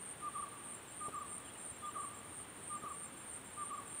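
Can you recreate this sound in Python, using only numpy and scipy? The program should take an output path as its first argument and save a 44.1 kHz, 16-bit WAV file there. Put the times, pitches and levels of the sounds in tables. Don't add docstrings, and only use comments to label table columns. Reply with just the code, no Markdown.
import sys
import numpy as np
from scipy import signal
from scipy.fft import rfft, irfft, next_fast_len
from scipy.io import wavfile
from scipy.ndimage import map_coordinates

SR = 44100
rng = np.random.default_rng(int(sys.argv[2]) if len(sys.argv) > 2 else 0)


def unload_wav(signal):
    wavfile.write(
        sys.argv[1],
        SR,
        np.round(np.clip(np.atleast_2d(signal).T, -1, 1) * 32767).astype(np.int16),
    )


N = 176400
TOP_HZ = 15600


def amp(db):
    return 10 ** (np.asarray(db) / 20)


def unit(x):
    return x / np.sqrt(np.mean(x ** 2) + 1e-20)


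def clock(length):
    return np.arange(int(length * SR)) / SR


def add(out, start, x):
    i = int(round(start * SR))
    a, b = max(i, 0), min(i + len(x), N)
    if b > a:
        out[a:b] += x[a - i:b - i]


def wobble(rate, size):
    knots = rng.standard_normal(int(size * rate / SR) + 4)
    return map_coordinates(knots, [np.arange(size) * rate / SR])


def tone(hz):
    return np.sqrt(2) * np.sin(2 * np.pi * (np.cumsum(hz) / SR + rng.random()))


def arch(t):
    return np.sin(np.pi * np.arange(len(t)) / len(t))


def filtered(x, response):
    size = next_fast_len(N + SR // 2)
    return irfft(rfft(x, size) * response(np.fft.rfftfreq(size, 1 / SR)), size)[:N]


def noise(spectrum):
    f, db = np.transpose(spectrum)
    white = rng.standard_normal(N)
    return unit(filtered(white, lambda hz: amp(np.interp(np.log(hz + 1), np.log(f), db))))


def hooting_bird(waver_hz=6, flutter_db=1.0):
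    # t/s, level/dB, offset of f/Hz, time stretch factor, warble level/dB re the plain note
    hoots = [(.223, -42, -3.5, 1.008, 0), (1.01, -42.5, 8.5, 0.99, -0.5), (1.829, -43, 5.5, 1, .5),
             (2.704, -43.5, 8, .99, -1), (3.574, -43.5, -10, 1.01, 0.5)]
    # t/s within the hoot, f/Hz, relative level/dB
    plain_note = [(-.008, 1170, -17), (.003, 1228, -5.5), (.022, 1196, -1.5), (.038, 1210, -2),
                  (.055, 1185, 1), (.064, 1160, -0.5), (.073, 1150, -20)]
    warble = [(.112, 1200, -16), (.126, 1272, -8), (.137, 1185, 0), (.148, 1115, -1.5), (.160, 1235, -1),
              (.174, 1160, -1), (.184, 1105, -5), (.196, 1160, -16.5), (.203, 1239, -2.5),
              (.214, 1165, -1.5), (.224, 1095, -4), (.231, 1138, -19), (.238, 1168, -10.5),
              (.248, 1116, -6), (.258, 1120, -12)]
    out = np.zeros(N)
    for start, db, offset_hz, stretch, warble_db in hoots:
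        for note, note_db in ((plain_note, db), (warble, db + warble_db)):
            times, hz, level = np.transpose(note)
            times = times * stretch
            t = times[0] + clock(times[-1] - times[0])
            pitch = np.interp(t, times, hz) + offset_hz + waver_hz * wobble(122.4, len(t))
            envelope = amp(note_db + np.interp(t, times, level) + flutter_db * wobble(152, len(t)))
            add(out, start + times[0], envelope * tone(pitch))
    return out


def rasping_cricket(chirps, centre_hz, sweep, strokes=13, scatter_hz=60, rough_hz=90, scatter_db=1.27):
    # fraction of its duration, offset of f/Hz at sweep 1, relative level/dB
    stroke = [(0, -250, -41), (.2, 118, 1.5), (.42, 298, -6), (.7, -91, 1.5), (.88, -340, -2.5),
              (1, -580, -21)]
    stroke_s, jitter_s = .0124, .0004
    swell_db, swell_s = 10.5, .14
    out, t = np.zeros(N), clock(stroke_s)
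    fraction, hz, level = np.transpose(stroke)
    bend = np.interp(t / stroke_s, fraction, hz)
    envelope = amp(np.interp(t / stroke_s, fraction, level))
    for end, db in chirps:
        for k in range(strokes):
            level_draw, pitch_draw, time_draw = rng.standard_normal(3)
            gain = amp(db - swell_db * (k * stroke_s / swell_s) ** 3 + scatter_db * level_draw)
            deviation = bend + scatter_hz * pitch_draw + rough_hz * wobble(1250, len(t))
            start = end - (k + 1) * stroke_s + jitter_s * time_draw
            add(out, start, gain * envelope * tone(centre_hz + sweep * deviation))
    return out


def cricket_pair():
    # end t/s, level/dB
    near_chirps = [(.131, -46.5), (.441, -47), (.753, -47), (1.075, -47.5), (1.385, -46), (1.718, -47),
                   (2.092, -47), (2.435, -47.5), (2.758, -46.5), (3.064, -47), (3.38, -47), (3.70, -46.5),
                   (4.02, -46)]
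    thin_chirps = [(.18, -66), (.487, -68), (.795, -65), (1.11, -65), (1.415, -66), (1.728, -65),
                   (2.035, -65), (2.342, -66), (2.648, -64), (2.955, -65), (3.26, -65), (3.565, -69),
                   (3.87, -68)]
    near = rasping_cricket(near_chirps, centre_hz=8842, sweep=1)
    return near + rasping_cricket(thin_chirps, centre_hz=10000, sweep=.73)


def slurring_cricket(from_hz=9320, to_hz=8750, scatter_hz=80, rough_hz=90, db=-55.5, scatter_db=1.5):
    onsets = [.105, .195, .218, .272, .43, .478, .505, .562, .585, .745, .82, .905, 1.135, 1.21, 1.445,
              1.47, 1.525, 1.775, 1.85, 1.92, 2.10, 2.17, 2.24, 2.485, 2.555, 2.82, 2.89, 3.115, 3.19, 3.46,
              3.525, 3.76, 3.845]
    out, t = np.zeros(N), clock(.0279)
    glide = np.linspace(from_hz, to_hz, len(t))
    for start in onsets:
        pitch = glide + scatter_hz * rng.normal() + rough_hz * wobble(693, len(t))
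        envelope = amp(db + scatter_db * wobble(164, len(t))) * arch(t)
        add(out, start, envelope * tone(pitch))
    return out


def far_crickets(pulses=3, sag_hz=70, waver_hz=28, scatter_db=2.5):
    # start t/s, end t/s, chirp period/s, f/Hz, pulse period/s, level/dB
    bouts = [(.733, 2.2, .1402, 7580, 0.02195, -61), (2.745, 3.95, .1402, 7570, 0.022, -62),
             (.66, 2.15, .144, 7800, 0.023, -68), (2.6, 2.9, .144, 7780, 0.016, -65),
             (3.385, 4, .144, 7790, .021, -70), (1.66, 2.9, .146, 7340, .021, -73)]
    out = np.zeros(N)
    for first, end, chirp_s, hz, pulse_s, db in bouts:
        t = clock(pulses * pulse_s)
        pulse_train = np.abs(np.sin(np.pi * t / pulse_s))
        for start in np.arange(first, end, chirp_s):
            pitch = hz + sag_hz * (.5 - t / pulse_s % 1) + waver_hz * wobble(300, len(t))
            gain = amp(db + scatter_db * wobble(93.2, len(t)))
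            add(out, start, gain * pulse_train * tone(pitch))
    return out


def small_bird(bend_hz=200, rough_hz=70):
    # t/s, duration/s, f/Hz, level/dB
    chirps = [(1.448, .02, 3220, -61), (1.472, .022, 2960, -60), (1.49, 0.034, 3270, -61),
              (1.542, .03, 2880, -64), (1.835, 0.033, 3420, -58), (1.885, .018, 2850, -63),
              (1.907, .018, 2900, -62)]
    out = np.zeros(N)
    for start, length, hz, db in chirps:
        t = clock(length)
        pitch = hz + bend_hz * (arch(t) - .8) + rough_hz * wobble(500, len(t))
        add(out, start, amp(db) * arch(t) * tone(pitch))
    return out


def bush_cricket(db=-75, group_hz=18.55, strokes=4, stroke_db=6, group_db=4.0, slip_cycles=.081):
    # f/Hz, relative density level/dB
    spectrum = [(9000, -50), (12500, -16), (14000, -10), (15500, -2)]
    phase = 2 * np.pi * (group_hz * np.arange(N) / SR + slip_cycles * wobble(4, N))
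    envelope = unit(amp(stroke_db * np.cos(strokes * phase) + group_db * np.cos(phase)))
    carrier = unit(filtered(noise(spectrum), lambda hz: hz < TOP_HZ))
    return amp(db) * envelope * carrier


def thumps(rise_s=.0046, t60_s=.083, push_s=.00061, push_db=.5):
    # t/s, level/dB
    events = [(1.081, -45), (1.968, -50.5), (2.835, -47.5)]
    # f/Hz, relative density level/dB
    spectrum = [(50, -29), (110, -6), (250, -1), (500, -1.5), (800, -8), (1500, -23), (4000, -35)]
    envelope, push, t = np.zeros(N), np.zeros(N), clock(.2)
    attack = np.minimum(t / rise_s, 1)
    decay_db = 60 * np.maximum(t - rise_s, 0) / t60_s
    from_peak = (t - rise_s) / push_s
    for start, db in events:
        add(envelope, start, amp(db - decay_db) * attack)
        add(push, start, amp(db + push_db) * from_peak * np.exp(1 - np.abs(from_peak)))
    return push + envelope * noise(spectrum)


def chorus(db=-57.5, flutter_db=1.5, drift_db=1):
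    # f/Hz, relative density level/dB
    spectrum = [(6000, -51), (7000, -20), (7350, -17.5), (7950, -19.5), (8300, -13.5), (8600, -2),
                (8900, -2), (9200, -8), (9420, -5), (9560, -14), (10800, -36)]
    gain = amp(db + drift_db * wobble(12, N))
    flutter = amp(flutter_db * wobble(160, N))
    return gain * unit(flutter * noise(spectrum))


def air(db=-54.5):
    # f/Hz, relative density level/dB
    spectrum = [(22, -20), (38, -17), (55, -9.5), (80, 0.5), (150, -1), (280, 0), (600, -5), (1100, -4.5),
                (2000, -9), (3300, -12.5), (4000, -17), (4900, -25.5), (6500, -25), (10000, -23),
                (12000, -32.5), (14000, -28), (15500, -20)]
    return amp(db) * noise(spectrum)


def echo(x, t60_s, build_s):
    t = np.arange(SR) / SR
    tail = rng.standard_normal(SR) * amp(-60 * t / t60_s) * (1 - np.exp(-t / build_s))
    return signal.fftconvolve(x, tail / np.linalg.norm(tail))[:N]


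def scene():
    birds = hooting_bird() + small_bird()
    crickets = cricket_pair() + slurring_cricket() + far_crickets()
    banks = amp(-12.5) * echo(birds, t60_s=1.79, build_s=.052)
    add(banks, .026, amp(-16) * birds)
    grass = amp(-9) * echo(crickets, t60_s=.1, build_s=.002)
    return (birds + crickets + banks + grass + chorus() + bush_cricket() + thumps() + air())[None]


def record(dry):
    return filtered(dry[0], lambda hz: hz < TOP_HZ)[None]


dry = scene()
out = record(dry)
unload_wav(out)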